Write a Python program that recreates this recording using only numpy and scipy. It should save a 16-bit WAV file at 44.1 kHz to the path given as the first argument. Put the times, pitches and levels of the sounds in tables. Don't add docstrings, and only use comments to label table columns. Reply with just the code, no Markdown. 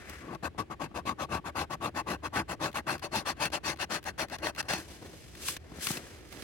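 import sys
import numpy as np
from scipy import signal
from scipy.fft import rfft, irfft, next_fast_len
from scipy.io import wavfile
from scipy.ndimage import uniform_filter1d

SR = 44100
rng = np.random.default_rng(int(sys.argv[2]) if len(sys.argv) > 2 else 0)


def voltage_ratio(decibels):
    exponent = np.asarray(decibels, float) / 20
    return 10 ** exponent


def dump_mix(stems):
    frames = np.atleast_2d(stems).T
    limited = np.clip(frames, -1, 1)
    pcm = np.round(limited * 32767).astype(np.int16)
    wavfile.write(sys.argv[1], SR, pcm)


N = 283563
SIZE = next_fast_len(N + 8192)
HZ = np.maximum(np.fft.rfftfreq(SIZE, 1 / SR), 1)
TIME = np.arange(N) / SR

# start in [s], length in [s], peak level in [dB],
# place of the peak in [0-1], bite of the rim in [dB].
PULLS = [(0.131, 0.23, -45, 1, -6), (0.577, 0.072, -37, 0.25, -6), (0.79, 0.095, -39.5, 0.41, -3.5),
         (1.049, 0.1, -37, 0.36, -2.5), (1.29, 0.116, -35, 0.47, -10), (1.544, 0.12, -33, 0.42, -7),
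         (1.8, 0.11, -35, 0.44, -10), (2.054, 0.12, -34, 0.47, -10.5), (2.319, 0.12, -32.5, 0.48, -8.5),
         (2.59, 0.13, -34.5, 0.43, -5), (2.858, 0.13, -33, 0.39, -7), (3.108, 0.14, -34, 0.39, -3),
         (3.386, 0.11, -32.5, 0.47, -1), (3.626, 0.13, -33, 0.44, -3.5), (3.889, 0.119, -33.5, 0.42, -4.5),
         (4.177, 0.1, -33, 0.28, -8.5), (4.412, 0.11, -34.5, 0.46, -6), (4.683, 0.19, -33.6, 0.14, -2.7)]
# start in [s], length in [s], peak level in [dB],
# place of the peak in [0-1], bite of the rim in [dB].
PUSHES = [(0.42, 0.072, -34, 0.49, -12.5), (0.696, 0.059, -42, 0.43, -7.5),
          (0.94, 0.086, -37.5, 0.33, -8.5), (1.17, 0.094, -36, 0.58, -8.5),
          (1.435, 0.078, -38.5, 0.53, -8.5), (1.691, 0.072, -35.5, 0.52, -11),
          (1.937, 0.09, -34, 0.51, -10.5), (2.218, 0.071, -36.5, 0.59, -10),
          (2.474, 0.087, -35, 0.45, -11.5), (2.738, 0.081, -31, 0.4, -15), (3.016, 0.074, -36, 0.39, -7),
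          (3.247, 0.097, -33.5, 0.43, -5.5), (3.516, 0.082, -32.5, 0.36, -7), (3.776, 0.08, -35.1, 0.6, -3),
          (4.048, 0.079, -37, 0.37, -6.5), (4.268, 0.1, -39, 0.81, -6), (4.561, 0.056, -32.5, 0.72, -5)]


def read(table):
    hz, value = np.transpose(table)
    return np.interp(np.log(HZ), np.log(np.maximum(hz, 1)), value)


def causal(db):
    cepstrum = irfft(db * np.log(10) / 20, SIZE)
    cepstrum[1:SIZE // 2] *= 2
    cepstrum[SIZE // 2 + 1:] = 0
    return np.exp(rfft(cepstrum))


def band(lo_hz, hi_hz):
    return 1 / ((1 + (lo_hz / HZ) ** 8) * (1 + (HZ / hi_hz) ** 8))


def through(x, response):
    return irfft(rfft(x, SIZE) * response, SIZE)[..., :N]


def unit(response):
    return response / np.sqrt(np.mean(abs(response) ** 2))


def room():
    # frequency in [Hz], density in [dB per Hz].
    rumble = [(25, -1), (55, -2), (73, 2.5), (100, -7), (170, -9), (210, -17.5), (330, -11.5), (500, -20),
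              (1100, -35.5), (1600, -29), (3000, -33.5), (6000, -45.5), (16000, -54.5)]
    # frequency in [Hz], correlation in [0-1].
    likeness_rows = [(60, 0.99), (130, 0.52), (300, 0.27), (1000, 0), (15000, 0.26)]
    level_db = -50
    likeness = np.clip(read(likeness_rows), 0, 1)
    rumble_gain = voltage_ratio(read(rumble))
    noise = rng.standard_normal((2, N))
    mid = through(noise[0], rumble_gain * np.sqrt(1 + likeness))
    side = through(noise[1], rumble_gain * np.sqrt(1 - likeness))
    return np.array([mid + side, mid - side]) * voltage_ratio(level_db) / mid.std()


def grit(scatter_db, catch_db, catch_rate_hz):
    hold = max(int(SR / catch_rate_hz), 2)
    catch = np.repeat(rng.standard_normal(N // 2), hold)[:N]
    catch = uniform_filter1d(catch, hold)
    size = np.minimum(rng.exponential(size=N), 3.3)
    slip_db = scatter_db * size + catch_db * 1.54 * np.tanh(catch / 1.37)
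    slips = rng.standard_normal((2, N)) * voltage_ratio(slip_db)
    return slips / slips.std()


def rub(slips, parts_db, body_db, edges_hz):
    ring = causal(body_db)
    out = np.zeros((2, N))
    for part_db, lo_hz, hi_hz in zip(parts_db, edges_hz, edges_hz[1:]):
        out += through(slips * voltage_ratio(part_db), unit(ring * band(lo_hz, hi_hz)))
    return out


def join(tables, fade_s):
    silent_db = -95
    rows = []
    for table in map(np.array, tables):
        first, last = table[0], table[-1]
        rows.append(np.r_[first[0] - 12 * fade_s, silent_db, first[2:]])
        rows.extend(table)
        rows.append(np.r_[last[0] + fade_s, silent_db, last[2:]])
    s, *columns = np.array(sorted(rows, key=lambda row: row[0])).T
    return [np.interp(TIME, s, column) for column in columns]


def hand():
    # frequency in [Hz], density in [dB per Hz].
    skin = [(100, 1.5), (350, 6), (900, -5), (1700, 2.5), (2600, 1), (4200, 0), (8000, 0.5), (11300, -0.5),
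            (16000, -3)]
    # time in [s], brush level in [dB], weight of the hand in [dB].
    settle = [
        (0.0, -58.5, 3),
        (0.038, -65.5, 5.5),
        (0.088, -57, 7),
        (0.192, -60, 2),
        (0.36, -71.5, 22),
        (0.385, -109, 24),
    ]
    lift = [
        (4.78, -50, -8),
        (4.866, -60, 4.5),
        (4.904, -55.5, 2.5),
        (5.01, -61, 3),
        (5.03, -57.5, 11),
        (5.11, -59, 3),
        (5.135, -57.5, 7),
        (5.17, -60, -1.5),
        (5.34, -60.5, 0),
    ]
    flick = [
        (5.40, -54.5, -1),
        (5.492, -37.5, -14.5),
        (5.5, -41, -12),
        (5.574, -53, 1.5),
        (5.583, -88, 7),
        (5.6, -71.5, 8),
    ]
    sweep = [
        (5.66, -67.5, 10),
        (5.743, -61, 8.5),
        (5.79, -54, 1),
        (5.815, -47.5, -8),
        (5.845, -38.5, -12),
        (5.885, -41, -10),
        (5.916, -39.5, -9),
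        (5.945, -47, -1),
        (5.982, -48.5, 2),
    ]
    rest = [
        (5.995, -56, 6.5),
        (6.08, -57.5, 1.5),
        (6.234, -63, 8.5),
        (6.3, -60.5, -3),
        (6.334, -55, 6),
        (6.38, -57, 5.5),
        (6.43, -55.5, 0),
    ]
    brush_db, weight_db = join([settle, np.concatenate([lift, flick, sweep, rest])], fade_s=0.0012)
    before, lifting = TIME < lift[0][0] / 2, TIME < flick[-1][0]
    rustle_db = np.select([before, lifting], [6.0, -5], -2) + 0.34 * weight_db
    hiss_db = -1.5 - 0.074 * weight_db + 0.29 * (brush_db + 53)
    parts_db = [brush_db + weight_db, brush_db + rustle_db, brush_db, brush_db + hiss_db]
    slips = grit(scatter_db=1.5, catch_db=2.0, catch_rate_hz=150.)
    return rub(slips, parts_db, read(skin), edges_hz=[150, 1050, 2450, 6800, 17000])


def bumps(hz, column):
    # frequency in [Hz], width in [Hz], height above surroundings in [dB],
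    # gain as the rim crosses the card in [dB].
    rings = [(324.5, 71, 7.5, 11), (589, 49, 5, 3), (828, 216, 4.5, -2.5), (1128, 123, 7.0, -15.5),
             (1544, 110, 6, 1.5), (1900, 690, 4, 7), (2634, 270, 9.5, -0.5), (3090, 230, -4, 5),
             (4372, 120, 8, 19), (5080, 80, 0.5, 19), (5840, 310, 2.5, 11), (8040, 170, -18.5, -1),
             (11260, 380, 6, -9), (13200, 1200, -7, -15)]
    return sum(row[column] / (1 + (2 * (hz - row[0]) / row[1]) ** 2) for row in rings)


def body():
    # frequency in [Hz], density in [dB per Hz].
    scrape = [(35, -55.5), (60, 0.5), (168, 2.5), (437, -3), (1110, -1.5), (1410, -5.5), (2580, -10.5),
              (3190, -8.5), (5860, -13.5), (6740, -12.5), (10800, -13.5), (13000, -7.5), (16000, -11.5)]
    return read(scrape) + bumps(HZ, column=2)


def knocks():
    # time in [s], snap level in [dB], softness in [dB].
    turns = [(0.348, -43.5, 6), (0.546, -70, 25), (0.913, -65, 22), (2.715, -52, -12), (2.729, -48, -14),
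             (2.98, -47, -10), (2.994, -45.5, -12), (3.158, -28.5, -14), (3.368, -57, 3), (3.454, -27, -8),
             (3.501, -47, 4), (3.76, -50, 6), (3.772, -49, -8), (4.028, -49, -15), (4.04, -45, -18),
             (4.284, -48, -5), (4.298, -42.5, -5), (4.385, -42, -6), (4.549, -44.5, -9), (4.561, -43, -6),
             (4.627, -42.5, -3), (4.734, -25.5, -3.5)]
    # time in [s], snap level in [dB], softness in [dB].
    hits = [(0.096, -42, -30), (5.023, -52, 8.5), (5.036, -59, 9), (5.132, -51, 4), (5.351, -44.5, -12),
            (5.484, -25.5, -17), (5.566, -34.5, -8), (5.717, -55, 17.5), (5.784, -54, 18),
            (5.869, -24, -13), (5.903, -36.5, 11.5), (5.97, -32.5, -3.5), (6.325, -40.5, -9),
            (6.371, -46, 1), (6.422, -39, -0.5)]
    # (lo Hz, hi Hz, rise s, decay s, trim dB, steady push against rattle)
    parts = [(128, 395, 0.0018, 0.00093, 4.5, 1.3),
             (1030, 4900, 0.00054, 0.004, 2.07, .01),
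             (5460, 30000, 0.00045, 0.0034, 3.5, .01),
             (377, 1330, 0.00062, 0.0035, 3.5, 0.11)]
    blows = [*turns, *hits]
    age_s = np.arange(1024) / SR
    rattles = rng.standard_normal((len(blows), 2, len(age_s)))
    body_db = .5 * body()
    out = np.zeros((2, N))
    for part, (lo_hz, hi_hz, rise_s, decay_s, trim_db, push) in enumerate(parts):
        drive = np.zeros((2, N + len(age_s)))
        shape = (1 - np.exp(-(age_s / rise_s) ** 2)) * np.exp(-age_s / decay_s)
        for (s, snap_db, soft_db), rattle in zip(blows, rattles):
            tick_db = snap_db - 7.5 - 0.32 * soft_db
            knuckle_db = snap_db - 3.5 + 0.76 * soft_db
            part_db = (snap_db + soft_db, snap_db, tick_db, knuckle_db)[part]
            start = int(s * SR)
            drive[:, start:start + len(age_s)] += voltage_ratio(part_db + trim_db) * (push + rattle) * shape
        ring = causal(body_db + 10 * np.log10(band(lo_hz, hi_hz) + 1e-9))
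        out += through(drive[:, :N], unit(ring))
    return out


def strokes():
    # start in [s], length in [s], peak level in [dB],
    # place of the peak in [0-1].
    slides = [
        (0.529, 0.057, -65, 0.7),
        (0.619, .04, -60, .3),
        (0.89, 0.059, -64, .55),
        (1.125, 0.042, -66, .33),
        (1.276, 0.039, -48.5, 0.64),
        (3.345, 0.068, -50.5, 0.63),
        (4.017, 0.063, -58, 1),
        (4.386, 0.036, -51, 0.53),
        (4.542, 0.032, -52, .8),
        (4.623, 0.13, -52, 0.3),
    ]
    swell = 3.06
    silent_db, drag_pull_db, drag_push_db, drag_db_per_s = -95, -81, -78, 2.5
    ends = [(s + length_s, drag_pull_db) for s, length_s, *_ in PULLS]
    ends += [(s + length_s, drag_push_db) for s, length_s, *_ in PUSHES]
    end_s, drag_db = np.array(sorted(ends)).T
    power = voltage_ratio(2 * np.interp(TIME, end_s, drag_db + drag_db_per_s * end_s, silent_db, silent_db))
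    for s, length_s, db, top, *_ in [*PULLS, *PUSHES, *slides]:
        start = int(s * SR)
        u = np.linspace(0, 1, int(length_s * SR))
        top = np.clip(top, .05, .95)
        speed = (u / top) ** (swell * top) * ((1 - u) / (1 - top)) ** (swell * (1 - top))
        stuck = (u < top) & (speed < .25)
        power[start:start + len(u)] += (voltage_ratio(db) * np.where(stuck, 0.79 * speed, speed)) ** 2
    return 10 * np.log10(power)


def grip(x, patchy_db, hold_s, spread_hz):
    hz, s, z = signal.stft(x, SR, nperseg=512, noverlap=384)
    patches = rng.standard_normal(z.shape[1:])
    for _ in range(2):
        patches = uniform_filter1d(patches, max(int(spread_hz / hz[1]), 1), axis=0)
        patches = uniform_filter1d(patches, max(int(hold_s / s[1]), 1), axis=1)
    patches /= patches.std()
    place = np.clip(s / PULLS[-1][0], 0, 1) - .5
    db = patchy_db * patches * np.minimum(hz / 600.0, 1)[:, None]
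    db += np.outer(bumps(hz, column=3), place)
    db -= 22 * np.clip(2.5 * patches + .4, 0, 1) / (1 + ((hz - 13400) / 1700) ** 6)[:, None]
    return signal.istft(z * voltage_ratio(db), SR, nperseg=512, noverlap=384)[1][:, :N]


def scraping():
    lean_pull_db, lean_push_db, lean_db_per_s = 3, -2.5, -2
    rows = [(s + length_s / 2, bite_db, lean_pull_db) for s, length_s, _, _, bite_db in PULLS]
    rows += [(s + length_s / 2, bite_db, lean_push_db) for s, length_s, _, _, bite_db in PUSHES]
    middle_s, bite_db, lean_db = np.array(sorted(rows)).T
    chip_db = np.interp(TIME, middle_s, bite_db)
    table_db = np.interp(TIME, middle_s, lean_db) + lean_db_per_s * TIME
    flakes_db = -14.5 + 0.43 * chip_db + 2 * TIME
    scrape_db = strokes()
    card_db = scrape_db - 10 * np.log10(1 + voltage_ratio(2 * chip_db))
    speed_db = np.maximum(scrape_db + 38.5, -20)
    parts_db = [card_db + table_db - 0.46 * speed_db,
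                card_db,
                card_db + chip_db + 0.56 * speed_db,
                card_db + flakes_db + 0.4 * speed_db]
    slips = grit(scatter_db=3.5, catch_db=1.5, catch_rate_hz=200.)
    sound = rub(slips, parts_db, body(), edges_hz=[50, 480, 2100, 7200, 17000])
    return grip(sound, patchy_db=2.5, hold_s=.03, spread_hz=260.)


def ports(streams):
    # frequency in [Hz], left minus right in [dB].
    balance = [(60, 2.5), (110, 4.5), (200, 5.5), (380, 4), (700, 12.5), (1290, 6), (2380, 6.5),
               (4400, 6.5), (8120, 6), (15000, 3)]
    # frequency in [Hz], lead of the left in [rad].
    lead = [(0, 0), (1210, 1.29), (2580, 1), (3270, -1.5), (4740, 12.5), (5940, 7), (6980, 2.5),
            (9040, 26.5), (9390, 20), (10900, 20.5), (12100, 30.5), (12800, 29), (15100, 14), (16000, 36)]
    # frequency in [Hz], share in [0-1].
    shared_rows = [(100, 1), (1000, 0.9), (3000, 0.18), (6000, 0.14), (15000, 0.43)]
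    # time in [s], extra left minus right in [dB].
    drift = [
        (0, -2.5),
        (.4, 0),
        (1.2, -1),
        (2.5, -3),
        (4, -1),
        (5.3, -6),
        (5.9, -2),
        (6.43, -12.5),
    ]
    shared = np.clip(read(shared_rows), 0, 1)
    lead_rad = np.interp(HZ, *np.transpose(lead))
    tilt = voltage_ratio(read(balance) / 2) * np.exp(.5j * lead_rad)
    left = through(streams[0], tilt)
    right = through(streams[0], np.sqrt(shared) / tilt)
    right += through(streams[1], np.sqrt(1 - shared) / abs(tilt))
    drift_db = np.interp(TIME, *np.transpose(drift))
    return np.array([left * voltage_ratio(drift_db / 2), right * voltage_ratio(-drift_db / 2)])


def scene():
    return ports(scraping() + hand() + knocks()) + room()


def band_limit(x):
    return signal.sosfilt(signal.butter(12, 15950, fs=SR, output="sos"), x)


def record(dry):
    top_hz = 15900
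    bass_cut_db = -10 * np.log10(1 + (58 / HZ) ** 8)
    dip_db = -5.0 / (1 + (2 * (HZ - 13600.) / 1800.0) ** 2)
    mix = through(dry, causal(bass_cut_db + dip_db) * (HZ < top_hz))
    return band_limit(mix)


dry = scene()
out = record(dry)
dump_mix(out)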